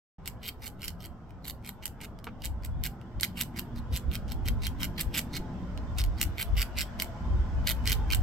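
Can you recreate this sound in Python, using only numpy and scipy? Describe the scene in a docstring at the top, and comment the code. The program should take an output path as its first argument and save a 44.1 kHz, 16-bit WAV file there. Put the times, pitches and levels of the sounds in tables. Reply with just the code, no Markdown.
"""A squirrel gnaws a hard nut in a winter garden, in bouts of about five tooth strokes a second.
Stick-slip friction and the brittle fracture of chips excite the damped modes of the shell;
these sounds, and a few dull wooden knocks, scatter off trees and walls.
Turbulent wind rumbles on a phone's two microphone ports. Behind it drones far traffic,
with a murmur of air, hiss and faint birds that grow as the phone zooms in."""
import sys
import numpy as np
from scipy import signal
from scipy.fft import rfft, irfft
from scipy.io import wavfile
from scipy.ndimage import uniform_filter1d, map_coordinates

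SR = 44100
rng = np.random.default_rng(int(sys.argv[2]) if len(sys.argv) > 2 else 0)


def wav_out(sig):
    """Save sig, one row per channel (or a flat mono array), as 16-bit PCM at SR to the path in sys.argv[1]."""
    wavfile.write(sys.argv[1], SR, np.round(np.clip(np.atleast_2d(sig).T, -1, 1) * 32767).astype(np.int16))


N = 362502
TIME = np.arange(N) / SR


def gnawing(cutoff_hz=1300):
    """A small body radiates long wavelengths poorly: the nut, a little to the right, has no bass."""
    highpass = signal.butter(3, cutoff_hz, "high", fs=SR, output="sos")
    return signal.sosfilt(highpass, scrapes() + cracks()) * pan(right_db=3)


# Tooth strokes: start_s, end_s, level_db, treble_db (edge over shell), slips_hz (at mid-stroke)
TOOTH_STROKES = [(0.255, 0.284, -43, 3, 100.6), (0.429, 0.496, -37.5, 0, 218.4),
                 (0.616, 0.673, -38, 5.5, 219.2), (0.806, 0.886, -35.5, 4, 119.2),
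                 (1.002, 1.063, -44, 1.5, 169.8), (1.29, 1.311, -60.5, -5, 149.5),
                 (1.442, 1.506, -38, 6, 150.8), (1.638, 1.702, -40.5, 5, 88.7),
                 (1.822, 1.849, -45.5, -1, 150.2), (2.002, 2.054, -44.5, -1.5, 188.8),
                 (2.416, 2.45, -42, 0, 130.6), (2.622, 2.669, -51, 1, 89.6), (2.84, 2.87, -30.5, 4, 182.4),
                 (3.225, 3.247, -29.5, 4, 179.3), (3.367, 3.423, -32, 3, 249.4),
                 (3.555, 3.594, -36, 2, 223), (3.753, 3.796, -52.5, -3.5, 247.2),
                 (3.923, 3.974, -37, 1.5, 223.5), (4.111, 4.16, -39.5, -1, 138.4),
                 (4.277, 4.328, -48.5, -4, 161.5), (4.452, 4.489, -37.5, -1.5, 129.3),
                 (4.617, 4.669, -39.5, -7, 201.2), (4.796, 4.854, -35, -2, 245.8),
                 (4.976, 5.018, -30.5, 0, 217.6), (5.139, 5.193, -27, 3.5, 279.4),
                 (5.328, 5.378, -38.5, -7, 266.6), (5.974, 6.019, -35.5, -7, 173.4),
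                 (6.177, 6.229, -39.5, -7, 130.4), (6.376, 6.428, -29.5, 2.5, 230.7),
                 (6.564, 6.63, -29, 0.5, 149.6), (6.763, 6.827, -32, -0.5, 168.4),
                 (6.988, 7.022, -37, 4, 221.3), (7.664, 7.718, -26.5, 4, 159.8),
                 (7.854, 7.933, -31.5, -3, 131.2), (8.1, 8.136, -31.5, -6, 150.3)]


def scrapes(lead_s=.013, lead_db=-12, attack_s=.0031, release_s=.003, press_db=7, brighten_db=13):
    """Frictional excitation: the incisors touch, bite and chatter, louder and brighter as they dig in."""
    out = np.zeros((2, N))
    t = np.arange(-SR // 25, SR // 9) / SR
    for start, end, level_db, treble_db, slips_hz in TOOTH_STROKES:
        length = end - start
        depth = np.clip(t / length, 0, 1)
        bite = undb(level_db + press_db * (depth - 1))
        touch = undb(lead_db) * np.exp(np.minimum(t, 0) / lead_s)
        release = np.exp(-np.maximum(t - length, 0) / release_s)
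        contact = np.maximum(touch, np.minimum(t / attack_s, 1)) * release
        force = bite * contact * stick_slip(depth, slips_hz)
        force[1] *= undb(1 + brighten_db * (depth - 1))  # drive on the edge
        # the woody emphasis fades with depth
        for share, focus_hz, focus_db in ((1 - depth, 2400, 8), (depth, 3700, -1.5)):
            add(out, start + t[0], nut(force * np.sqrt(share), treble_db, focus_hz, focus_db))
    return out


def stick_slip(depth, slips_hz, slowing=.6, uneven=.35, tear_s=.0009, grit_hz=2500, grit_db=-7):
    """Stick-slip friction: uneven, slowing jumps tear fibres; few crackle, many rasp."""
    size = len(depth)
    wait, strength = rng.standard_normal((128, 2)).T
    travel = np.cumsum(slips_hz * np.exp(slowing * (.5 - depth))) / SR
    slip_at = np.searchsorted(travel, np.cumsum(np.exp(uneven * wait)))
    inside = slip_at < size
    jumps = np.zeros(size)
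    jumps[slip_at[inside]] = undb(2 * strength[inside])
    tear_envelope = np.exp(-np.abs(np.arange(-SR // 200, SR // 200)) / SR / tear_s)
    tearing = signal.fftconvolve(jumps, tear_envelope, "same") * rng.standard_normal(size)
    grit = (rng.random(size) < grit_hz / SR) * rng.standard_normal(size)
    slips = unit(unit(jumps) + np.array([[.99], [3.2]]) * unit(tearing))  # rows: shell, edge
    return unit(slips + undb(grit_db) * unit(grit)) * np.sqrt(size)


# Chips breaking off and lone tooth ticks: time_s, energy_db, treble_db (edge over shell)
CHIP_CRACKS = [(0.2584, -17.5, 2), (0.2762, -8.5, 2.5), (0.4797, -13, 3), (0.678, -16, 9),
               (0.8813, -9.5, 2), (1.057, -22, 9), (1.481, -12.5, 7), (1.6925, -28, 5), (1.8561, -4.5, 7),
               (2.0136, -19.5, 3), (2.189, -30.5, -13), (2.2432, -20, 0), (2.4484, -12.5, 10),
               (2.4552, -8.5, 7), (2.4614, -15, -4), (2.6484, -14.5, 3), (2.8374, -7, 4),
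               (3.0143, -32.5, -10), (3.1994, -15.5, -4), (3.2098, -6, 11.5), (3.2323, 2.5, -8),
               (3.4116, -1.5, 5), (3.5934, -9.5, 3), (3.9735, -12, 2), (4.154, -9, -4), (4.3196, -13, 1),
               (4.668, -5, -2), (4.8318, -3, -3), (5.01, -3.5, 9), (5.1918, -4, 5), (5.3672, -11, -3),
               (5.776, -20.5, -33), (5.9853, -7.5, 9), (6.0392, -12.5, -0.5), (6.214, 1.5, 3.5),
               (6.2283, -1.5, 4.5), (6.6173, -6, -12), (6.786, -4, 1), (6.8133, -5.5, -2), (6.9997, -4, -7),
               (7.0217, -2, 2.5), (7.673, -1, -8), (7.6922, -6, 0), (7.8749, -0.5, -6), (7.897, -8, 6),
               (7.919, -2, 3), (7.9286, -2.5, -1), (8.124, -6.5, 3), (8.1474, -1, 2)]


def cracks(tear_s=.0018, big_chip_db=-3, deep_hz=1800):
    """Brittle fracture: an impulse, then a brief tear; big chips favour the lowest modes."""
    out = np.zeros((2, N))
    for time_s, energy_db, treble_db in CHIP_CRACKS:
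        push = burst(tear_s) * np.array([[.55], [2.3]])  # rows: shell, edge
        push[:, 0] += 1
        white_push = unit(irfft(np.exp(1j * np.angle(rfft(push)))))  # flat spectrum: no pitch
        deep_db = max(energy_db - big_chip_db, 0)
        add(out, time_s, undb(energy_db) * nut(white_push, treble_db, deep_hz, deep_db))
    return out


# Modes of the shell and of its thin cut edge: pitch_hz, bandwidth_hz, peak_db
SHELL_MODES = [(1554, 170, -6.5), (2006, 57, -6.5), (2263, 217, -5), (2420, 320, -9), (2930, 170, 0),
               (3163, 47, 3), (3760, 570, -6), (4196, 180, -3), (4770, 320, -5.5), (5390, 84, -10)]
EDGE_MODES = [(6800, 2400, -2), (7760, 390, 9.5), (8440, 173, 5.5), (10440, 220, -2.5), (11570, 670, 4.5),
              (11300, 2400, -5.5), (12200, 1450, 10), (13000, 830, -5), (14400, 900, -33.5)]


def nut(force, treble_db, focus_hz, focus_db):
    """Forced vibration of shell and edge: each point of contact weights the modes anew."""
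    shell_response = ring(SHELL_MODES, focus_hz, focus_db, grip_db=3, ports_db=8)
    shell = signal.fftconvolve(force[:1], shell_response, axes=-1)
    edge = signal.fftconvolve(force[1:], ring(EDGE_MODES, ports_db=8), axes=-1)
    edge[0] = np.roll(edge[0], -1)  # the treble reaches the left port a sample sooner
    shell_share, edge_share = unit(np.array([1, undb(treble_db)]))
    return shell_share * shell + edge_share * edge


def ring(modes, focus_hz=3000, focus_db=0, grip_db=0, ports_db=0, focus_octaves=.6, detune=.0092):
    """Modal superposition: the impulse response at each port is a sum of damped sinusoids."""
    hz, bandwidth_hz, peak_db = np.transpose(modes)
    hz = hz * (1 + detune * rng.standard_normal(len(hz)))  # every grip shifts the modes a little
    swings = np.exp(np.outer(-np.pi * bandwidth_hz + 2j * np.pi * hz, np.arange(512) / SR))
    favour_db = focus_db * np.exp(-(np.log2(hz / focus_hz) / focus_octaves) ** 2)
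    weight = bandwidth_hz * undb(peak_db + favour_db + grip_db * rng.standard_normal(len(hz)))
    # each mode radiates its own way, so its size and phase differ between the ports
    size, phase = rng.standard_normal((2, 2, len(hz)))
    radiation = undb(ports_db * (.5 * size + 1j * phase))
    return unit(((weight * radiation) @ swings).real)


# Knocks on wood: time_s, energy_db
WOOD_KNOCKS = [(2.2698, -11), (2.275, -13), (2.281, -29), (2.2867, -18.5)]
# Modes of the wood: pitch_hz, bandwidth_hz, peak_db
WOOD_MODES = [(504, 52, 7), (870, 180, 7), (1300, 170, 7.5), (1650, 350, -25), (2200, 150, 0)]


def knocks(rattle_s=.0091, rattle=.96, dull_hz=2800):
    """Impact excitation: soft bumps with a brief rattle ring the low modes of wood."""
    force = np.zeros((1, N))
    for time_s, energy_db in WOOD_KNOCKS:
        push = rattle * burst(rattle_s, channels=1)
        push[:, 0] += 1
        add(force, time_s, undb(energy_db) * unit(push))
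    lowpass = signal.butter(2, dull_hz, fs=SR, output="sos")
    return signal.sosfilt(lowpass, convolve(force, ring(WOOD_MODES)))


def garden(x, near_db=-10, near_s=.0042, far_db=-13, far_s=.023):
    """Scattering: branches reflect at once; trunks and walls return a short, faint tail."""
    onset = 1 - np.exp(-np.arange(SR // 2) / SR / near_s)
    near = burst(near_s, size=SR // 2)
    far = unit(onset * burst(far_s, size=SR // 2))
    return x + convolve(x, undb(near_db) * near + undb(far_db) * far)


# Breeze on the ports: time_s, level_db
BREEZE_LEVELS = [(0.25, -47), (2.2, -52), (3.6, -58), (4.5, -31.5), (5.3, -50), (5.9, -33.5), (6.4, -43),
                 (7.2, -41.5), (7.8, -31.5), (8.2, -25.5)]
# Gusts: peak_s, length_s, level_db
WIND_GUSTS = [(2.53, 0.14, -33.5), (2.76, 0.17, -31), (3.175, 0.036, -32.5), (3.794, 0.11, -37),
              (3.934, 0.038, -25), (4.083, 0.04, -23.5), (4.522, 0.033, -29), (5.075, 0.048, -29.5),
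              (6.05, 0.13, -25), (6.267, 0.06, -29.5), (6.558, 0.095, -22.5), (6.805, 0.023, -31.5),
              (7.364, 0.15, -23.5), (7.59, 0.082, -26)]
# Spectrum of the eddies: frequency_hz, level_db
EDDY_SPECTRUM = [(15, -24), (28, -10), (45, 7), (65, 5), (105, -4.5), (150, -15), (250, -37), (450, -61),
                 (1000, -92)]


def wind(eddy_s=.07, flutter_db=3, flutter_hz=9):
    """Turbulent pressure buffets each port in its own way; breeze and gusts add in power."""
    gust_power = sum(undb(db) ** 2 * np.exp(-(2 * (TIME - peak_s) / length_s) ** 2)
                     for peak_s, length_s, db in WIND_GUSTS)
    eddies = noise(EDDY_SPECTRUM, coherence=.36)
    eddy_rms = np.sqrt(uniform_filter1d(np.mean(eddies ** 2, axis=0), int(eddy_s * SR)))
    breeze = undb(curve(BREEZE_LEVELS) + flutter_db * walk(flutter_hz))
    return eddies / eddy_rms * np.sqrt(breeze ** 2 + gust_power)


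# The phone's zoom: time_s, zoom_fraction
ZOOM_PATH = [(2.0, 0), (3.6, 0.25), (5.3, 0.46), (8.2, 0.66)]
# Spectra of the air's murmur and of the hiss: frequency_hz, level_db
AIR_SPECTRUM = [(200, 0), (400, -0.5), (520, 0), (700, 2), (1020, -1.5), (1170, -6.5), (1460, -6.5),
                (1900, -16.5), (2500, -27.5), (3100, -28), (4500, -65), (9000, -68)]
HISS_SPECTRUM = [(1500, 17.5), (2600, 6.5), (3300, 4.5), (4200, 1), (5200, 4.5), (7000, -3), (8400, -4),
                 (9500, -68.5), (12000, -9), (15500, -19)]


def distance(air_db=-55.5, air_zoom_db=10, hiss_db=-66.5, hiss_zoom_db=23):
    """Ambient field: air, hiss and birds surround the traffic, their gain rising with the zoom."""
    zoom = curve(ZOOM_PATH)
    drone = traffic(zoom)
    air = noise(AIR_SPECTRUM, coherence=.78) * undb(air_db + air_zoom_db * zoom)
    hiss = noise(HISS_SPECTRUM, coherence=.043) * pan(right_db=2)
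    return fading(drone + air) + (hiss + birds()) * undb(hiss_db + hiss_zoom_db * zoom)


# Swell of the far traffic: time_s, level_db
TRAFFIC_LEVELS = [(0.5, -49.5), (2.6, -46.5), (3.2, -43), (5.4, -39.5), (6.8, -47.5), (7.3, -39.5),
                  (8.2, -40.5)]
# Spectrum of its drone: frequency_hz, level_db
DRONE_SPECTRUM = [(50, -0.5), (95, 1.5), (125, 1), (160, -1.5), (230, -3), (280, -7), (350, -13.5),
                  (450, -18.5), (900, -64)]


def traffic(zoom):
    """Coherence at long wavelengths: far traffic drones almost alike at both ports."""
    return (noise(DRONE_SPECTRUM, coherence=.94) + hum(zoom)) * undb(curve(TRAFFIC_LEVELS))


# Faint tones in the drone: pitch_hz, level_db (relative to the drone, at half zoom)
HUM_TONES = [(117, -8.5), (183, -9.5), (236, -10), (293, -21), (351, -21), (877, -20.5), (1025, -19.5),
             (1465, -27)]


def hum(zoom, waver_hz=11, waver_share=.025, zoom_db_per_octave=4):
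    """Random modulation: tones fade and waver; higher ones do so faster and rise with the zoom."""
    out = np.zeros(N)
    for hz, level_db in HUM_TONES:
        lift_db = zoom_db_per_octave * np.log2(hz / HUM_TONES[0][0]) * (zoom - .5)
        rate_hz = waver_hz + waver_share * hz
        phase = 2 * np.pi * hz * TIME
        out += undb(level_db + lift_db) * (walk(rate_hz) * np.cos(phase) + walk(rate_hz) * np.sin(phase))
    return out


def birds(pitch_hz=3200, spread=.1, glide=.049, length_s=.068, gain_db=-11, blur_s=.062, count=300):
    """Reverberation among trees blurs the short, gliding notes of far birds."""
    out = np.zeros(N)
    progress = np.linspace(0, 1, int(length_s * SR))
    for start_s, (offset, slope) in zip(rng.uniform(0, TIME[-1], count), rng.standard_normal((count, 2))):
        hz = pitch_hz * (1 + spread * offset + glide * slope * progress)
        add(out, start_s, np.sin(np.pi * progress) * np.sin(2 * np.pi * np.cumsum(hz) / SR))
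    return undb(gain_db) * convolve(out, burst(blur_s, size=SR // 4))


def fading(x, spread_db=4, swell_hz=10, bands_per_octave=7):
    """Atmospheric fading: in moving air each narrow band of a far sound swells and sinks by chance."""
    hz, time_s, bands = signal.stft(x, SR, nperseg=2048)
    grid = np.meshgrid(bands_per_octave * np.log2(1 + hz), time_s * swell_hz, indexing="ij")
    swell = map_coordinates(rng.standard_normal((128, 256)), grid, order=1, mode="mirror")
    return signal.istft(bands * undb(spread_db * swell), SR, nperseg=2048)[1][:, :N]


def noise(spectrum, coherence):
    """Spectrally shaped stereo noise of rms 1; the mid-side balance sets its coherence."""
    hz, db = np.transpose(spectrum)
    gain = undb(np.interp(np.log(np.fft.rfftfreq(N, 1 / SR) + 1), np.log(hz), db))
    gain[0] = 0
    mid, side = irfft(rfft(rng.standard_normal((2, N))) * gain, N)
    out = np.sqrt(1 + coherence) * mid + np.sqrt(1 - coherence) * np.array([side, -side])
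    return out / out.std()


def burst(decay_s, channels=2, size=512):
    """Exponentially decaying noise of energy 1."""
    return unit(rng.standard_normal((channels, size)) * np.exp(-np.arange(size) / SR / decay_s))


def walk(rate_hz):
    """Slow fluctuation between Gaussian values."""
    knots = rng.standard_normal(int(N / SR * rate_hz) + 2)
    return np.interp(TIME * rate_hz, np.arange(len(knots)), knots)


def curve(table):
    """Linear interpolation over time."""
    return np.interp(TIME, *np.transpose(table))


def convolve(x, response):
    """Pass a sound through an impulse response."""
    return signal.fftconvolve(np.atleast_2d(x), np.atleast_2d(response), axes=-1)[:, :N]


def add(track, start_s, piece):
    """Superpose a piece on a track."""
    i = int(start_s * SR)
    track[..., i:i + piece.shape[-1]] += piece[..., :N - i]


def pan(right_db):
    """Level difference between the ports."""
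    return undb(np.array([[-right_db], [right_db]]) / 2)


def undb(db):
    """Decibels to gain."""
    return 10 ** (np.asarray(db) / 20)


def unit(x):
    """Normalise to energy 1."""
    return x / np.sqrt(np.sum(x ** 2, axis=-1, keepdims=True))


def scene():
    """Superposition of the gnawing and knocks in their garden, the wind and the distance."""
    return garden(gnawing() + knocks()) + wind() + distance()


def record(dry, open_s=.182, ramp_s=.004, top_hz=15700):
    """Gating and band limiting: the phone opens its input after a moment and cuts the top."""
    opened = np.clip((TIME - open_s) / ramp_s, 0, 1)
    return signal.sosfilt(signal.ellip(8, .2, 70, top_hz, fs=SR, output="sos"), dry * opened)


dry = scene()
out = record(dry)
wav_out(out)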